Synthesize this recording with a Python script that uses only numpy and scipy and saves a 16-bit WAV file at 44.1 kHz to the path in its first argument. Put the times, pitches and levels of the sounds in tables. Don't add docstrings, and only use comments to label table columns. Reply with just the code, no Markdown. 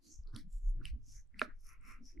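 import sys
import numpy as np
from scipy import signal
from scipy.fft import rfft, irfft
from scipy.io import wavfile
from scipy.ndimage import uniform_filter1d

SR = 44100
rng = np.random.default_rng(int(sys.argv[2]) if len(sys.argv) > 2 else 0)


def wav_out(sig):
    wavfile.write(sys.argv[1], SR, np.round(np.clip(np.atleast_2d(sig).T, -1, 1) * 32767).astype(np.int16))


N = 97020
T = np.arange(N) / SR
MOUTH_PAN_DB, SPRAY_HZ = -1.5, 9870

# peak t/s, rise/s, fall/s, rasp level/dB, rasp f/Hz, skirt re core/dB,
# crackle level/dB, sheen level/dB
STROKES = [(0.055, 0.024, 0.054, -73, 4500, -6, -72, -82.5),
           (0.121, 0.039, 0.051, -61.5, 6300, 3.5, -76.5, -93),
           (0.284, 0.01, 0.019, -78.5, 4420, -9, -101, -101),
           (.542, 0.031, 0.051, -75.5, 7440, 14.5, -75, -88),
           (.685, 0.05, 0.026, -76.5, 6730, -0.5, -84, -84),
           (1.105, 0.038, 0.055, -65, 5920, 9, -69.5, -93),
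           (1.168, 0.028, 0.034, -63.5, 6200, -2, -78, -81), (1.687, 0.063, 0.038, -72, 5805, 2, -82, -74),
           (1.903, .041, 0.035, -71.5, 5630, -5, -68.5, -77.5),
           (2.073, .025, .045, -64.5, 5600, -10, -75.5, -95)]
# f/Hz, level/dB
CRACKLE_EQ = [(300, -29.5), (900, -16.5), (1800, -13.5), (2700, -7.5), (3500, -8.5), (4400, -7), (5400, -1),
              (7000, 2), (8500, -3.5), (10200, 0), (12200, 0)]

def tongue_strokes():
    out = np.zeros((2, N))
    drag_s = .014
    for peak, rise, fall, db, hz, skirt_db, crackle_db, sheen_db in STROKES:
        barbs = grains(per_s=1400, spread_db=4, share=.7)
        specks = grains(per_s=310, spread_db=4, share=.7)
        core = resonate(noise(width=.6), hz, width_hz=810)
        skirt = amp(skirt_db) * resonate(barbs, hz, width_hz=1870)
        rasp = amp(db) * pan(db=-1) * highpass(core + skirt, .82 * hz)
        sheen = amp(sheen_db) * pan(db=5) * resonate(specks, hz=10920, width_hz=3500)
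        crackle = amp(crackle_db) * colour(barbs, CRACKLE_EQ)
        drag_db = unit(uniform_filter1d(rng.standard_normal(N), round(drag_s * SR)))
        out += amp(drag_db) * swell(peak, rise, fall) * (rasp + sheen + crackle)
    return out


# t/s, level/dB, cavity f/Hz, build-up/s, spray level/dB, spray f/Hz
SMACKS = [(0.3612, -46, 3420, 0.00079, -52.5, 9990), (0.3631, -38.5, 4100, .00032, -47, 10100),
          (0.3872, -55, 4480, .00067, -58, 9400), (.8541, -35, 2847, .00078, -45.5, 10040),
          (1.394, -32, 2596, 0.0009, -43.5, 9340), (1.6897, -53.5, 5830, 0.00071, -54, 10240)]
# f/Hz, level/dB
SPLATTER_EQ = [(900, -11.5), (1600, -6.5), (4500, -4.5), (6800, -4.5), (8200, 10), (9800, 4.5),
               (12200, 3.5)]

def smacks():
    chirps, splatter_env = np.zeros(N), np.zeros(N)
    oct_per_s, splatter_s = 45, .0023
    for start, db, hz, build, spray_db, spray_hz in SMACKS:
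        lower = ring(start, hz, build, oct_per_s)
        upper = amp(-16) * ring(start, 1.7 * hz, build, oct_per_s)
        spray = ring(start + build / 2, spray_hz, build_s=.00057, oct_per_s=oct_per_s)
        chirps += amp(db) * (lower + upper) + amp(spray_db) * spray
        splatter_env += amp(spray_db - 12) * swell(start + build, splatter_s / 2, splatter_s)
    splatter = colour(grains(per_s=9500, spread_db=6, share=.4), SPLATTER_EQ)
    return chirps * pan(MOUTH_PAN_DB) + splatter_env * splatter


# t/s, level/dB, f/Hz
BUBBLES = [(.236, -65.5, 5200), (.273, -58.5, 4490), (0.3376, -59, 1415), (0.3487, -51.5, 5400),
           (.7, -57.5, 10450), (0.814, -58, 1436), (1.0636, -56, 6470), (1.2738, -71, 7950),
           (1.3432, -55.5, 2004), (1.391, -49, 4670), (1.426, -52, 6300), (1.699, -62, 10600),
           (1.732, -57, 10900), (1.8118, -66.5, 8380), (1.851, -64.5, 5600), (2.0555, -55, 5500),
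           (2.1753, -58, 2100)]

def bubbles():
    build_cycles = 2.73
    ticks = sum(amp(db) * ring(start, hz, build_cycles / hz) for start, db, hz in BUBBLES)
    return pan(MOUTH_PAN_DB) * ticks


# peak t/s, rise/s, fall/s, cavity level/dB, cavity f/Hz, fizz level/dB
SQUELCHES = [(0.297, 0.035, 0.022, -79.5, 1200, -89), (0.35, 0.016, 0.025, -63.5, 1274, -72.5),
             (0.384, 0.022, 0.027, -69.5, 1910, -63.5), (.825, 0.022, 0.046, -74, 1403, -100),
             (0.873, 0.023, 0.025, -60, 2420, -64), (1.182, 0.033, 0.022, -76.5, 1900, -102),
             (1.392, 0.038, 0.088, -69.5, 1860, -94), (1.431, 0.031, 0.018, -56.5, 1915, -61),
             (1.502, 0.01, 0.017, -63.5, 1590, -107), (2.11, 0.031, 0.032, -80, 2060, -100)]
# f/Hz, level/dB
FIZZ_EQ = [(1000, -24.5), (2500, -12.5), (3600, 3.5), (5600, 3), (6800, -11), (8200, -5.5), (10000, -8),
           (12200, -6.5)]

def squelches():
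    out = np.zeros((2, N))
    for peak, rise, fall, db, hz, fizz_db in SQUELCHES:
        saliva = grains(per_s=1800, spread_db=3.5, share=.45)
        cavity = amp(db) * resonate(saliva, glide(hz, peak, oct_per_s=.83), width_hz=.43 * hz)
        fizz = amp(fizz_db) * colour(saliva, FIZZ_EQ)
        out += swell(peak, rise, fall) * (cavity + fizz)
    return out


# f/Hz, level/dB, build-up/s, left re right/dB
POP_MODES = [(1410, -20.5, 0.0013, -5), (1600, -25, 0.0015, -0.5), (2334, -31, 0.0015, -0.5),
             (3860, -35, 0.00048, 1.5), (605, -42.5, 0.0061, -18.5), (250.6, -42, .009, -5.5),
             (434.7, -35.5, 0.0016, -17), (2860, -38.5, 0.0011, 3)]

def lip_pop(start_s=1.4159):
    body = sum(amp(db) * pan(pan_db) * ring(start_s, hz, build) for hz, db, build, pan_db in POP_MODES)
    tick = amp(-49) * ring(start_s, SPRAY_HZ, build_s=.0001)
    return body + tick


# peak t/s, rise/s, fall/s, level/dB
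WIPES = [(1.724, 0.047, 0.035, -65), (1.91, 0.057, 0.05, -58.5)]
# f/Hz, level/dB
WIPE_EQ = [(400, -19), (850, -33.5), (1050, -9), (1320, -2), (1700, -15), (2150, -3.5), (2800, -15),
           (3300, -41)]

def paw_wipes():
    envelope = sum(amp(db) * swell(peak, rise, fall) for peak, rise, fall, db in WIPES)
    return envelope * colour(grains(per_s=830, spread_db=2, share=.11), WIPE_EQ)


# peak t/s, rise/s, fall/s, level/dB, f/Hz
RUSTLES = [(0.087, 0.045, 0.053, -68.5, 300), (0.287, 0.02, 0.029, -75.5, 382),
           (0.355, 0.015, 0.043, -53.5, 253.7), (0.462, 0.04, 0.027, -62, 179),
           (0.802, 0.034, 0.032, -62, 306), (.82, 0.11, 0.055, -58.5, 123), (0.959, 0.023, 0.025, -64, 247),
           (1.008, 0.022, 0.047, -60, 116.4), (1.082, 0.0064, 0.024, -69.5, 233),
           (1.371, 0.024, 0.097, -63, 220), (1.481, 0.018, 0.013, -62, 301),
           (1.16, 0.045, 0.034, -65.5, 103.3), (1.892, 0.069, 0.045, -71, 242),
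           (2.013, 0.019, 0.042, -61, 240.3), (2.186, 0.033, 0.045, -61.5, 321)]
# f/Hz, level/dB
FIBRE_EQ = [(120, -9), (220, 7.5), (400, -3.5), (620, -13), (850, -28), (2000, -23), (9000, -64.5)]

def bedding(brisk_hz=282):
    out = np.zeros((2, N))
    cloth = noise(width=.51)
    fibres = amp(-9) * colour(noise(width=1), FIBRE_EQ)
    for peak, rise, fall, db, hz in RUSTLES:
        brush = resonate(cloth, hz, width_hz=.32 * hz)
        out += amp(db) * swell(peak, rise, fall) * (brush + fibres * (hz / brisk_hz) ** 2)
    return out * pan(db=-6.5)


# peak t/s, rise/s, fall/s, level/dB, f/Hz
BUMPS = [(0.193, 0.0034, 0.022, -44, 53.3), (0.274, 0.064, 0.069, -39.5, 22.66),
         (0.346, 0.0087, 0.012, -43, 108.8), (0.554, 0.016, 0.026, -32.5, 31.1),
         (0.68, 0.036, 0.039, -26.5, 32.54), (0.783, 0.066, 0.028, -34.5, 26.7),
         (0.941, 0.019, 0.019, -34.5, 55.4), (1.19, 0.031, 0.01, -45.5, 38.3)]
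# f/Hz, level/dB
RUMBLE_EQ = [(8, 1), (20, 6), (35, -8), (60, -11.5), (110, -23.5), (180, -32.5), (400, -60), (2500, -110)]
# t/s, level/dB
RUMBLE_LEVEL = [(0, -67.5), (.2, -51.5), (.62, -51.5), (.87, -41), (1.05, -52), (1.3, -56), (1.5, -53),
                (1.9, -52.5), (2.1, -54), (2.2, -45.5)]

def camera_handling():
    bumps = sum(amp(db) * swell(peak, rise, fall) * np.cos(2 * np.pi * hz * (T - peak))
                for peak, rise, fall, db, hz in BUMPS)
    rumble_db = np.interp(T, *np.transpose(RUMBLE_LEVEL))
    return bumps + amp(rumble_db) * colour(noise(width=.51), RUMBLE_EQ)


# f/Hz, T60/s
ROOM_T60 = [(200, .25), (600, .17), (1500, .2), (4000, .18), (11000, .15)]

def room_reverb(x, gap_s=.0017):
    hz, t, spectra = signal.stft(noise(width=.83)[:, :SR // 2], SR, nperseg=256)
    decay = amp(-60 * t / lookup(ROOM_T60, hz)[:, None])
    tail = signal.istft(spectra * decay, SR, nperseg=256)[1]
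    tail *= np.clip(T[:tail.shape[1]] / gap_s - 1, 0, 1)
    return signal.fftconvolve(x, tail / np.linalg.norm(tail[0]), axes=1)[:, :N]


# f/Hz, level/dB
ROOM_TONE_EQ = [(30, 19), (150, 9.5), (600, 3), (3000, -7), (6000, -11), (12000, -16)]

def room_tone():
    return amp(-84.5) * colour(noise(width=.82), ROOM_TONE_EQ)


def amp(db):
    return 10 ** (np.asarray(db) / 20)


def unit(x):
    return x / np.sqrt(np.mean(x ** 2) + 1e-20)


def pan(db):
    return amp(np.array([[db], [-db]]) / 2)


def lookup(points, hz):
    f, value = np.transpose(points)
    return np.interp(np.log(hz + 1), np.log(f), value)


def colour(x, eq):
    gain = amp(lookup(eq, np.fft.rfftfreq(N, 1 / SR)))
    return unit(irfft(rfft(x) * gain, N))


def highpass(x, hz):
    return unit(signal.sosfilt(signal.butter(10, hz, "high", fs=SR, output="sos"), x))


def resonate(x, hz, width_hz):
    carrier = np.exp(2j * np.pi * np.cumsum(hz * np.ones(N)) / SR)
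    lowpass = signal.butter(3, np.clip(width_hz / 2, 20, 8000), fs=SR, output="sos")
    return unit((carrier * signal.sosfilt(lowpass, x / carrier)).real)


def noise(width):
    mid, side = rng.standard_normal((2, N))
    return unit(np.array([mid + width * side, mid - width * side]))


def grains(per_s, spread_db, share):
    size = amp(spread_db * np.minimum(rng.exponential(1, N), 4)) * rng.choice([-1, 1], N)
    clicks = unit(size * (rng.random(N) < per_s / SR))
    return np.sqrt(share) * clicks + np.sqrt(1 - share) * noise(width=.6)


def swell(peak_s, rise_s, fall_s):
    distance = abs(T - peak_s) / np.where(T < peak_s, rise_s, fall_s)
    return np.exp(-.7 * distance ** 1.98)


def glide(hz, peak_s, oct_per_s):
    return hz * 2 ** (oct_per_s * np.clip(T - peak_s, -.1, .1))


def ring(start_s, hz, build_s, oct_per_s=0):
    age = np.maximum(T - start_s, 0) / build_s
    envelope = (age * np.exp(1 - age)) ** 1.58
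    cycles = np.cumsum(glide(hz, start_s + build_s, oct_per_s) * (T > start_s)) / SR
    return envelope * np.sin(2 * np.pi * cycles)


def scene():
    cat = tongue_strokes() + smacks() + bubbles() + squelches() + lip_pop() + paw_wipes()
    return cat + amp(-14.5) * room_reverb(cat) + bedding() + camera_handling() + room_tone()


def record(dry, cutoff_hz=12250):
    lowpass = signal.firwin(255, cutoff_hz, window=("kaiser", 8), fs=SR)
    return signal.oaconvolve(dry, lowpass[None], "same")


dry = scene()
out = record(dry)
wav_out(out)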